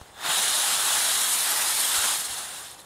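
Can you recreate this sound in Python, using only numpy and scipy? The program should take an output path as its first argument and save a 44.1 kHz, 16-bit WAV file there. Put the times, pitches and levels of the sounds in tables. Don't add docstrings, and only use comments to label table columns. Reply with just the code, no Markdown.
import sys
import numpy as np
from scipy import signal
from scipy.fft import rfft, irfft
from scipy.io import wavfile
from scipy.ndimage import uniform_filter1d

SR = 44100
rng = np.random.default_rng(int(sys.argv[2]) if len(sys.argv) > 2 else 0)


def store_wav(level_fs):
    pcm = np.round(np.clip(np.atleast_2d(level_fs), -1, 1) * 32767)
    wavfile.write(sys.argv[1], SR, pcm.T.astype(np.int16))


def volts_from_db(level):
    exponent = np.asarray(level, float) / 20
    return 10 ** exponent


N = 125685


def evened(x):
    return x / np.sqrt(np.mean(x ** 2) + 1e-20)


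def read(points, hz):
    point_hz, value = np.transpose(points)
    return np.interp(np.log(hz + 1), np.log(point_hz + 1), value)


def add(mix, s, sound):
    part = mix[round(s * SR):][:len(sound)]
    part += sound[:len(part)]


def drift(seconds):
    n = max(round(seconds * SR), 1)
    noise = rng.standard_normal(N)
    return evened(uniform_filter1d(uniform_filter1d(noise, n), n))


def coloured(x, points):
    spectrum, hz = rfft(x), np.fft.rfftfreq(N, 1 / SR)
    usual_size = np.sqrt(uniform_filter1d(abs(spectrum) ** 2, size=1500) + 1e-12)
    return evened(irfft(spectrum / usual_size * volts_from_db(read(points, hz)), N))


def ring(hz, t60, db):
    t = np.arange(round(.3 * SR)) / SR
    soft_start = 1 - np.exp(-4 * t * hz)
    return volts_from_db(db - 60 * t / t60) * np.sin(2 * np.pi * hz * t) * soft_start


def air():
    # pitch in Hz, level in dB per Hz.
    air_colour = [(20, -17), (45, -10), (68, -6), (110, -7), (300, -10), (800, -4.5), (1700, -14),
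                  (15600, -42)]
    level_db = -52 + 0.73 * drift(0.02)
    return volts_from_db(level_db) * coloured(rng.standard_normal(N), air_colour)


def paws():
    # start in seconds, level in dB, pitch in Hz, time to fall 60 dB in seconds.
    thuds = [
        (0.013, -30, 77, 0.045),
        (0.287, -41.5, 169, 0.11),
        (.86, -55, 76.4, 0.073),
        (0.957, -50, 75, 0.091),
        (1.15, -45, 67, .08),
        (1.282, -51.5, 154, 0.058),
        (1.647, -50, 70, .08),
        (1.982, -36, 86, 0.073),
        (2.299, -41.5, 71.4, 0.1),
        (2.583, -50, 64, .08),
    ]
    out = np.zeros(N)
    for s, db, hz, t60 in thuds:
        add(out, s, ring(hz, t60, db))
    t = np.arange(4410) / SR
    puff = uniform_filter1d(rng.standard_normal(4410), size=3)
    add(out, .012, puff * volts_from_db(-41 - 60 * t / .06))
    add(out, .0139, -ring(hz=800, t60=.004, db=-24))
    return out


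def snaps(rate, count=24):
    size_db, turns = 2, 8.8
    crisp = 0.57
    scrape = 0.78
    size = volts_from_db(size_db * np.minimum(rng.exponential(1, N), 4)) * rng.choice([-1, 1], N)
    hits = size * (rng.random(N) < rate / SR) / np.sqrt(rate)
    leaf, out = rng.integers(0, count, N), np.zeros(N)
    for k, hz in enumerate(np.geomspace(400, 16000, count)):
        t60 = turns / hz ** (1 - crisp) / 1000 ** crisp
        tap = ring(hz, t60, 0)[:2048]
        tap = tap * np.sqrt(hz) / np.linalg.norm(tap)
        out += signal.oaconvolve(hits * (leaf == k), tap)[:N]
    return np.sqrt(1 - scrape) * evened(out) + np.sqrt(scrape) * rng.standard_normal(N)


def field(shape, bins, frames):
    noise = rng.standard_normal(shape[::-1]).T
    return evened(uniform_filter1d(uniform_filter1d(noise, bins, 0), frames, 1))


def patchy(x, edge):
    # pitch in Hz, width in Hz, gain in dB.
    hollows = [(2404, 460, -4), (3750, 950, 3), (4600, 270, -4), (5250, 300, -1), (5940, 310, -3),
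               (8700, 1000, -0.5), (13600, 600, -1.5), (780, 120, 1.5)]
    hz, t, z = signal.stft(x, SR, nperseg=1024, noverlap=768)
    hz_column = hz[:, None]
    edge_hz = np.interp(t, *edge)
    streaks = field(z.shape, bins=3, frames=11)
    patches = field(z.shape, bins=9, frames=14)

    streak_db = 1.38 + 2.2 / (1 + np.exp((12000 - hz_column) / 1500))
    db = 0.75 * patches + streak_db * streaks
    db += -6.5 / (1 + np.exp((edge_hz - hz_column) / 420))
    hollow_db = sum(gain_db * np.exp(-((hz - at_hz) / width) ** 2) for at_hz, width, gain_db in hollows)
    db += hollow_db[:, None] * (1 - 0.26 * (edge_hz - 11800) / 1000)
    rear_s, rear_length_s, rear_db = 1.27, .07, -8
    rear_hz = 5150 + 8400 * (t - rear_s)
    db += rear_db * np.exp(-((t - rear_s) / rear_length_s) ** 2 - ((hz_column - rear_hz) / 300) ** 2)

    z = z * (1 - np.exp(-(hz_column / 132) ** 2))
    y = signal.istft(z * volts_from_db(db), nperseg=1024, noverlap=768)[1][:N]
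    n = round(.09 * SR)
    slow_power = uniform_filter1d(uniform_filter1d(y ** 2, n), n)
    return y / np.sqrt(slow_power + 1e-12)


def leaves():
    # time in seconds, effort in dB, share of thrown top leaves from 0 to 1, treble edge in Hz.
    thrash = [(0, -52, 0.2, 10600), (.13, -55.5, 0.6, 10000), (.17, -47.5, 0, 10100),
              (.21, -37.5, 0.03, 10100), (0.257, -27, 0, 10300), (0.331, -23.5, 0.68, 10700),
              (.6, -23.5, 0.86, 11600), (.8, -23.5, 0.75, 11600), (.93, -22.6, 0.73, 11900),
              (1.33, -24, 0.91, 12700), (1.6, -24.5, 0.74, 13600), (1.75, -24, 0.93, 13100),
              (1.93, -23.5, 0.84, 13000), (2.059, -23.5, 0.62, 11600), (2.15, -26.5, 0.9, 12600),
              (2.23, -29.5, 0.91, 11800), (2.65, -39.5, 0.6, 11700), (2.85, -53, 0.83, 11600)]
    # pitch in Hz, level in dB per Hz.
    crunch_colour = [(150, -16.5), (480, -12), (800, -1.5), (1500, 0), (3500, -5.5), (6000, -10.5),
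                     (9500, -9.5), (15600, -13.5)]
    # pitch in Hz, level in dB per Hz.
    rustle_colour = [(90, -18), (300, -21), (800, -11), (2000, -8), (3800, -3), (6000, -4), (9300, 0.5),
                     (15600, -10)]
    # time in seconds, gain in dB.
    shoves = [(.315, 1), (.391, 1.5), (.475, -0.5), (.6, 0.5), (.718, 0.5), (.778, -2), (.83, -1.2),
              (1.042, -0.7), (1.318, 1.1), (1.536, 1), (1.795, 0), (2.048, 2.5), (2.143, 2.2),
              (2.233, -1.5), (2.279, -2.2), (2.387, 1.5), (2.49, -1.5), (2.562, 1), (2.624, -0.5),
              (2.703, 0.5), (2.766, -1.5), (2.798, 3)]
    clump_db, clump_s, shove_s = 0.79, 0.022, 0.011
    s, effort_db, top, edge_hz = np.transpose(thrash)
    t = np.arange(N) / SR
    db = np.interp(t, s, effort_db)
    top = np.interp(t, s, top)
    rate = 14000 * volts_from_db(np.maximum(db - db.max(), -15))
    crunch = coloured(snaps(rate), crunch_colour) * volts_from_db(clump_db * drift(clump_s))
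    rustle = coloured(snaps(rate), rustle_colour) * volts_from_db(clump_db * drift(clump_s))
    db = db + sum(gain_db * np.exp(-((t - at) / shove_s) ** 2 / 2) for at, gain_db in shoves)
    pile = np.sqrt(1 - top) * crunch + np.sqrt(top) * rustle
    return volts_from_db(db) * patchy(pile, (s, edge_hz))


def side_hisses():
    # middle in seconds, level in dB, lowest pitch in Hz, highest pitch in Hz.
    hisses = [(.463, -43.5, 6875, 8300), (.486, -39, 7000, 8300), (.463, -40, 8950, 10330),
              (.486, -42, 8950, 10330), (.602, -37, 6800, 8250), (.997, -43, 5760, 7040),
              (1.043, -35, 10400, 11730), (1.252, -41, 4730, 6300)]
    length_s = .046
    out, n = np.zeros(N), round(length_s * SR)
    hz = np.fft.rfftfreq(n, 1 / SR)
    swell = np.sin(np.pi * np.arange(n) / n)
    for s, db, low_hz, high_hz in hisses:
        band = (hz > low_hz) * (hz < high_hz)
        hiss = irfft(rfft(rng.standard_normal(n)) * band, n)
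        add(out, s - length_s / 2, volts_from_db(db) * evened(hiss) * swell)
    return np.array([out, -out])


def stems():
    # time in seconds, level in dB.
    cracks = [
        (.5549, -18),
        (.6651, -18),
        (.7162, -18),
        (1.2153, -14),
        (2.1391, -19),
        (2.2519, -24),
    ]
    crack_hz = 7000
    click = -evened(ring(crack_hz, .0012, 0)[:8])
    out = np.zeros(N)
    for s, db in cracks:
        add(out, s - .25 / crack_hz, click * volts_from_db(db))
    return out


def last_leaves():
    # start in seconds, level in dB, pitch in Hz, time to fall 60 dB in seconds.
    drops = [
        (1.503, -24.5, 12450, .05),
        (2.353, -29, 7600, 0.0054),
        (2.67, -34, 11000, 0.0061),
        (2.694, -41, 8600, .01),
        (2.715, -27, 9000, .005),
        (2.792, -40, 4000, .03),
        (2.802, -41, 4030, 0.0089),
        (2.803, -36, 11000, .005),
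        (2.818, -37, 8000, .004),
    ]
    out = np.zeros(N)
    for s, db, hz, t60 in drops:
        add(out, s, ring(hz, t60, db))
    return out


def scene():
    return np.tile(air() + paws() + leaves() + stems() + last_leaves(), (2, 1))


def top_cut(x):
    return signal.sosfilt(signal.butter(12, 15710, fs=SR, output="sos"), x)


def record(dry):
    passed = np.fft.rfftfreq(N, 1 / SR) < 15650
    heard = irfft(rfft(dry) * passed, N) + side_hisses()
    return top_cut(heard)


dry = scene()
out = record(dry)
store_wav(out)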